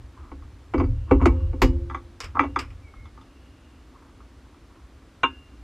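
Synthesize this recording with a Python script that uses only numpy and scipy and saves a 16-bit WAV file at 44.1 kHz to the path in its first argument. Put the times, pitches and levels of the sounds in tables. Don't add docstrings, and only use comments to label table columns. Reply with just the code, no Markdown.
import sys
import numpy as np
from scipy import signal
from scipy.fft import rfft, irfft
from scipy.io import wavfile
from scipy.ndimage import uniform_filter1d

SR = 44100
rng = np.random.default_rng(int(sys.argv[2]) if len(sys.argv) > 2 else 0)


def transcribe(signal):
    frames = np.atleast_2d(signal).T
    limited = np.clip(frames, -1, 1)
    pcm = np.round(limited * 32767).astype(np.int16)
    wavfile.write(sys.argv[1], SR, pcm)


N = 248264
T = np.arange(N) / SR
AGE = T[:SR]


# (time [s], relative knock level [dB], relative column level [dB])
HUB_KNOCKS = [(0.315,-31.5,-37.5), (0.737,-15,-58), (0.742,-17,-16.5), (0.78,-19.5,-20.5),
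              (0.799,-14.5,-34), (0.808,-21,-19), (0.84,-28.5,-38), (1.111,-7.5,-8), (1.2136,-19.5,-18.5),
              (1.222,-21.5,-23), (1.256,-6.5,-10), (1.265,-14,-15.5), (1.531,-35,-30), (1.62,-29,-13.5),
              (1.632,-17,-17), (2.404,-16.5,-28), (2.436,-15,-30.5)]
# (frequency [Hz], level [dB], t60 [s])
HUB_MODES = [(660, -5, .06), (790, -5, .06), (930, -4, .06), (1085, 0, .07), (1160, -2, .05),
             (1290, -4, .05), (1480, -9, .05), (2000, -11, .06), (2260, -6, .06), (2700, -13, .08),
             (3020, -20, .06)]
# (frequency [Hz], level [dB])
KNOCK_SPECTRUM = [(200, -21.5), (450, -2.5), (1100, 3.5), (1650, -12), (2400, -17.5), (3400, -27),
                  (5000, -63.5)]
def hub_knocks():
    out = np.zeros(N)
    for s, db, column_db in HUB_KNOCKS:
        hub = cabin(ring(HUB_MODES, scatter_db=0), wet_db=-4, t60=.12)
        hub = confine(hub, low_hz=553, high_hz=3060)
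        contact = crack(KNOCK_SPECTRUM, t60=.05, tail_db=-8, tail_t60=.15)
        add(out, s, undb(db - 19) * (hub + contact))
        add(out, s, undb(db - 50) * spline_scrape())
        add(out, s + .00238, undb(column_db - 3) * column())
        thump = confine(ring(SHELL_MODES, scatter_db=2), low_hz=29.8, high_hz=160)
        add(out, s, undb(column_db - 10) * thump)
    return out


# (frequency [Hz], level [dB], t60 [s])
COLUMN_MODES = [(258.95, -0.5, 0.33), (280.6, 0, 0.28), (339.5, -4, 0.12), (390.3, -4.5, 0.16),
                (503.8, -12.5, 0.22), (523.6, -19, 1)]
# (frequency [Hz], level [dB])
DASH_SPECTRUM = [(120, -10.5), (185, -24.5), (255, -1.5), (350, -3), (450, -10.5), (520, -5.5), (600, -34),
                 (900, -15.5), (2000, -76)]
def column():
    note = confine(ring(COLUMN_MODES, scatter_db=2), low_hz=190, high_hz=705)
    thud = crack(DASH_SPECTRUM, t60=.05, tail_db=-13, tail_t60=.33)
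    return unit_energy(note + undb(-3.5) * thud)


# (frequency [Hz], level [dB])
SCRAPE_SPECTRUM = [(2000, -12), (3500, 2), (4800, 2.5), (5700, -3), (6600, -2.5), (8000, -8), (10000, -26),
                   (12500, -23.5), (15000, -48)]
def spline_scrape():
    return crack(SCRAPE_SPECTRUM, t60=.05, tail_db=7, tail_t60=.15)


# (time of full force [s], hold [s], level [dB])
COLUMN_SHOVES = [(0.0, 0.008, -41.5), (0.193, 0.025, -41), (0.35, 0.082, -40), (0.793, 0.13, -21.5),
                 (1.142, 0.19, -18), (1.433, 0.041, -21.5), (1.645, 0.019, -16.5), (1.85, 0.015, -30.5),
                 (2.25, 0.49, -39.5), (2.986, 0.046, -43.5)]
# (frequency [Hz], level [dB], t60 [s])
SHELL_MODES = [(39.1, 0, 0.61), (54.7, -8, 1), (69.1, 1.5, 0.67), (85, -0.5, 0.57), (108.2, -4, 0.8),
               (144, -10, 0.15)]
def shell_boom():
    rise_db_per_s, fall_db_per_s = 339.5, 82
    response = confine(ring(SHELL_MODES, scatter_db=1), low_hz=29.5, high_hz=113.7)
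    boom = signal.fftconvolve(rng.standard_normal(N + SR - 1), response, "valid")
    boom /= np.sqrt(uniform_filter1d(boom ** 2, size=4000))
    force_db = [db - rise_db_per_s * np.maximum(s - T, 0) - fall_db_per_s * np.maximum(T - s - hold, 0)
                for s, hold, db in COLUMN_SHOVES]
    return boom * undb(np.max(force_db, axis=0))


# (time [s], relative crash level [dB], crash t60 [s], ring level [dB],
# hum level [dB], scrape level [dB])
COLLAR_LOCKS = [(1.257, -19.5, 0.059, -62, -34.5, -66), (1.6181, -13.5, 0.1, -30.5, -25.5, -34.5)]
# (frequency [Hz], level [dB])
CRASH_SPECTRUM = [(450, -15), (750, 5.5), (1130, 9.5), (1500, -1), (2250, 5), (3400, -16.5), (4750, -11.5),
                  (5700, -17.5), (6600, -16), (9500, -26.5), (12000, -35.5), (15000, -51)]
# (frequency [Hz], level [dB], t60 [s])
COLLAR_MODES = [(1680, -6, .12), (1920, -5, .1), (2239, -4, .11), (2729, -6, .13), (2912, -8, .2),
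                (3252, -10, .12), (4716, -8, .12), (5020, -15, .18), (6632, -13, .11), (11570, -20, .09),
                (11740, -18, .09), (11890, -16, .11), (12090, -16, .08), (12810, -23, .08)]
WHEEL_MODES = [(345, 0, 1.1), (536, -15, 1.0)]
def collar_locks():
    out = np.zeros(N)
    for s, crash_db, crash_t60, ring_db, hum_db, scrape_db in COLLAR_LOCKS:
        crash = crack(CRASH_SPECTRUM, t60=crash_t60, tail_db=-27, tail_t60=.33)
        add(out, s, undb(crash_db - 7) * crash)
        add(out, s, undb(ring_db) * ring(COLLAR_MODES, scatter_db=2))
        add(out, s, undb(scrape_db) * spline_scrape())
        add(out, s, undb(hum_db) * ring(WHEEL_MODES, scatter_db=0))
    return out


# (time [s], relative click level [dB], relative edge level [dB])
FITTING_CLICKS = [(0.421, -42.5, -71), (1.898, -25, -54), (1.909, -26, -67.5), (1.946, -16.5, -49),
                  (2.357, -20, -77), (2.368, -11, -73), (2.393, -1.5, -40.5), (2.56, -8.5, -41.5),
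                  (2.937, -39, -69), (3.054, -40, -58.5), (3.174, -36, -67), (3.211, -41, -59),
                  (4.092, -48, -70), (4.202, -41.5, -75), (4.543, -46.5, -69)]
# (frequency [Hz], level [dB], t60 [s])
FITTING_MODES = [(800, -9, .03), (910, -5, .045), (1120, 0, .035), (1230, 0, .03), (1350, -4, .028),
                 (1650, -13, .02), (2000, -10, .03), (2320, -12, .025), (2700, -21, .03), (3250, -25, .025)]
# (frequency [Hz], level [dB])
EDGE_SPECTRUM = [(2000, -26), (3500, 15), (4200, -16), (4900, 2.5), (5600, -18.5), (6250, 4), (7300, -22),
                 (11000, -25.5), (15000, -41)]
def fitting_clicks():
    out = np.zeros(N)
    for s, db, edge_db in FITTING_CLICKS:
        top_hz = np.interp(edge_db, [-72, -52], [1550, 2500])
        clack = cabin(ring(FITTING_MODES, scatter_db=2), wet_db=-3, t60=.12)
        add(out, s, undb(db - 14.5) * confine(clack, low_hz=620, high_hz=top_hz))
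        add(out, s, undb(edge_db - 6) * crack(EDGE_SPECTRUM, t60=.015, tail_db=-3, tail_t60=.15))
        add(out, s + .0029, undb(db - 24.5) * column())
    return out


# (time [s], level [dB], column level [dB])
LEVER_CLANKS = [(5.2324, -21, -36), (5.2350, -19, -31)]
# (frequency [Hz], level [dB], t60 [s])
LEVER_MODES = [(502, -2, .12), (930, -2, .09), (1068, -2, .08), (1274, -1, .06), (1417, 1, .055),
               (1530, -11, .06), (1603, -9, .07), (2225, -15, .08), (2305, -9, .06), (2806, -4, .16),
               (2912, -16, .12), (3170, -18, .06), (3476, -22, .07), (3567, -20, .12), (3915, -22, .05)]
# (frequency [Hz], level [dB])
CLANK_SPECTRUM = [(500, -17), (900, -3.5), (1400, 5), (1900, -11.5), (2700, 0), (3300, -20), (3900, -29.5),
                  (4400, -37), (5600, -46), (6300, -26.5), (8000, -48.5), (15000, -67)]
def lever_clanks():
    out = np.zeros(N)
    for s, db, column_db in LEVER_CLANKS:
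        steel = cabin(ring(LEVER_MODES, scatter_db=2), wet_db=-6, t60=.073)
        steel = confine(steel, low_hz=655, high_hz=4270)
        contact = crack(CLANK_SPECTRUM, t60=.049, tail_db=-11, tail_t60=.17)
        add(out, s, undb(db) * (steel + undb(-7.5) * contact))
        add(out, s, undb(column_db) * column())
    return out


# (time [s], relative tick level [dB], relative body level [dB])
SPRING_SNAPS = [(2.2036, -27.5, -34.5), (2.2342, -44, -38), (2.2423, -34.5, -43.5), (2.589, -34, -32.5),
                (2.591, -26.5, -31.5), (2.7036, -58, -52.5)]
# (frequency [Hz], level [dB])
TICK_SPECTRUM = [(2000, -31), (3600, -4.5), (4300, -8.5), (5150, 4.5), (6000, -11), (8000, -9.5),
                 (10000, -22), (13000, -28), (15000, -32)]
SNAP_BODY_SPECTRUM = [(150, -26), (300, -4), (700, -11), (1200, 1), (1800, -6), (2300, -1), (3200, -10),
                      (4500, -42.5)]
def spring_snaps():
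    out = np.zeros(N)
    for s, tick_db, body_db in SPRING_SNAPS:
        add(out, s, undb(tick_db - 13) * crack(TICK_SPECTRUM, t60=.017, tail_db=-1, tail_t60=.12))
        add(out, s, undb(body_db - 4) * crack(SNAP_BODY_SPECTRUM, t60=.11, tail_db=8.5, tail_t60=.18))
    return out


# (time [s], level [dB])
THIN_STEEL_BLOWS = [(1.257, -58), (2.393, -52.5), (5.237, -41)]
# (frequency [Hz], level [dB], t60 [s])
THIN_STEEL_MODES = [(2800, 0, .7), (2823, -5, .5), (2710, -12, .9), (1674, -7, .38), (1497, -7, .38),
                    (2110, -18, .47), (3564, -20, .45)]
def singing_steel():
    out = np.zeros(N)
    for s, db in THIN_STEEL_BLOWS:
        add(out, s, undb(db) * ring(THIN_STEEL_MODES, scatter_db=.5))
    return out


# (time [s], pitch [Hz], relative level [dB])
HUB_TINKLES = [(0.78, 4750, -54.5), (0.784, 6180, -64), (0.84, 4710, -65), (1.222, 6800, -65)]
def hub_tinkles():
    out = np.zeros(N)
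    for s, hz, db in HUB_TINKLES:
        ping = ring([(hz, 0, .05)], scatter_db=0)
        add(out, s, undb(db - 3) * cabin(ping, wet_db=4, t60=.063))
    return out


# (time [s], length [s], level [dB])
GLOVE_RUBS = [(0.125, 0.23, -54), (1.076, 0.057, -47), (1.197, 0.048, -35), (1.33, 0.17, -58),
              (1.897, 0.059, -46.5), (2.348, 0.04, -38.5), (3.92, 0.17, -58.5), (4.44, 0.04, -62),
              (4.69, 0.2, -61.5)]
def glove_rubs(grip):
    slip = undb(4 * grip) * rng.standard_normal(N)
    rim = unit_rms(band(band(slip, 1090, 300), 1090, 450))
    column_rumble = unit_rms(band(band(slip, 303, 110), 296, 130))
    return (rim + undb(-3.5) * column_rumble) * swells(GLOVE_RUBS)


# (time [s], length [s], level [dB])
SQUEAK_STROKES = [(2.822, 0.096, -57), (2.915, 0.2, -57.5)]
def squeak(grip):
    rest_hz, sharp_hz, settle_s, waver_share = 2150, 228, .065, .016
    elapsed = np.maximum(T - SQUEAK_STROKES[0][0], 0)
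    hz = rest_hz + sharp_hz * np.exp(-elapsed / settle_s)
    waver = 1 + waver_share * wander(samples=150)
    tone = np.sin(2 * np.pi * np.cumsum(hz * waver) / SR)
    return undb(2.3 * grip) * tone * swells(SQUEAK_STROKES)


# (time [s], length [s], level [dB])
WHIR_SPELLS = [(0.92, 0.69, -67), (3.2, 0.65, -68.5)]
def whir():
    noise = band(band(rng.standard_normal(N), 2790, 220), 2800, 300)
    return unit_rms(noise) * swells(WHIR_SPELLS)


# (frequency [Hz], level [dB])
AIR_SPECTRUM = [(22, -21), (40, -4), (62, 6), (95, -4), (130, -10.5), (190, -16), (270, -5.5), (400, -16.5),
                (700, -22.5), (1150, -22), (1800, -27), (4500, -34.5), (10000, -44), (15000, -55)]
def garage_air():
    air = unit_rms(colour(rng.standard_normal(N), AIR_SPECTRUM, size=16384)) * undb(-49)
    hiss_spectrum = [(100, 2.5), (1500, 2), (7000, 2), (11000, -11), (15000, -16)]
    hiss = unit_rms(colour(rng.standard_normal(N), hiss_spectrum)) * undb(-77.5)
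    return air + np.array([[1], [-1]]) * hiss


def cabin(x, wet_db, t60, gap_s=.0015):
    echoes = rng.standard_normal(SR) * fade(t60) * np.clip(AGE / gap_s - 1, 0, 1)
    echoes /= np.sqrt(np.sum(echoes ** 2))
    return unit_energy(x + undb(wet_db) * signal.fftconvolve(x, echoes)[:SR])


def ring(modes, scatter_db):
    shares = undb(scatter_db * rng.standard_normal(len(modes)))
    out = np.zeros(SR)
    for k, (hz, db, t60) in enumerate(modes):
        mode = unit_energy(fade(t60) * np.sin(2 * np.pi * hz * AGE))
        out += (-1) ** k * shares[k] * undb(db) * mode
    return unit_energy(out)


def crack(spectrum, t60, tail_db, tail_t60):
    envelope = fade(t60) + undb(tail_db) * fade(tail_t60)
    return unit_energy(colour(envelope * rng.standard_normal(SR), spectrum))


def confine(x, low_hz, high_hz):
    bandpass = signal.butter(3, [low_hz, high_hz], "band", fs=SR, output="sos")
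    return unit_energy(signal.sosfilt(bandpass, x))


def colour(x, spectrum, size=4096):
    hz, db = np.transpose(spectrum)
    bin_hz = np.fft.rfftfreq(size, 1 / SR)
    gain = undb(np.interp(np.log(bin_hz + 1), np.log(hz), db))
    cepstrum = irfft(np.log(gain))
    cepstrum[1:size // 2] *= 2
    cepstrum[size // 2 + 1:] = 0
    response = irfft(np.exp(rfft(cepstrum)))
    return signal.fftconvolve(x, response)[:len(x)]


def band(x, hz, width_hz):
    return signal.lfilter(*signal.iirpeak(hz, hz / width_hz, fs=SR), x)


def swells(rows):
    return sum(undb(db) * np.sqrt(np.clip(1 - (2 * (T - s) / length - 1) ** 2, 0, 1))
               for s, length, db in rows)


def wander(samples):
    return unit_rms(uniform_filter1d(rng.standard_normal(N), size=samples))


def fade(t60):
    return np.exp(-np.log(1000) * AGE / t60)


def undb(db):
    return 10 ** (np.asarray(db) / 20)


def unit_rms(x):
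    return x / np.sqrt(np.mean(x ** 2))


def unit_energy(x):
    return x / np.sqrt(np.sum(x ** 2) / (.03 * SR))


def add(track, s, sound):
    start = max(int(s * SR), 0)
    track[start:start + len(sound)] += sound[:N - start]


def scene():
    wheel = hub_knocks() + hub_tinkles() + fitting_clicks() + spring_snaps() + collar_locks()
    car = lever_clanks() + singing_steel() + shell_boom()
    grip = wander(samples=700)
    return wheel + car + glove_rubs(grip) + whir() + squeak(grip) + garage_air()


def record(dry):
    rounded = np.tanh(.5 * dry) / .5
    return signal.sosfilt(signal.ellip(8, .2, 70, 15000, fs=SR, output="sos"), rounded)


dry = scene()
out = record(dry)
transcribe(out)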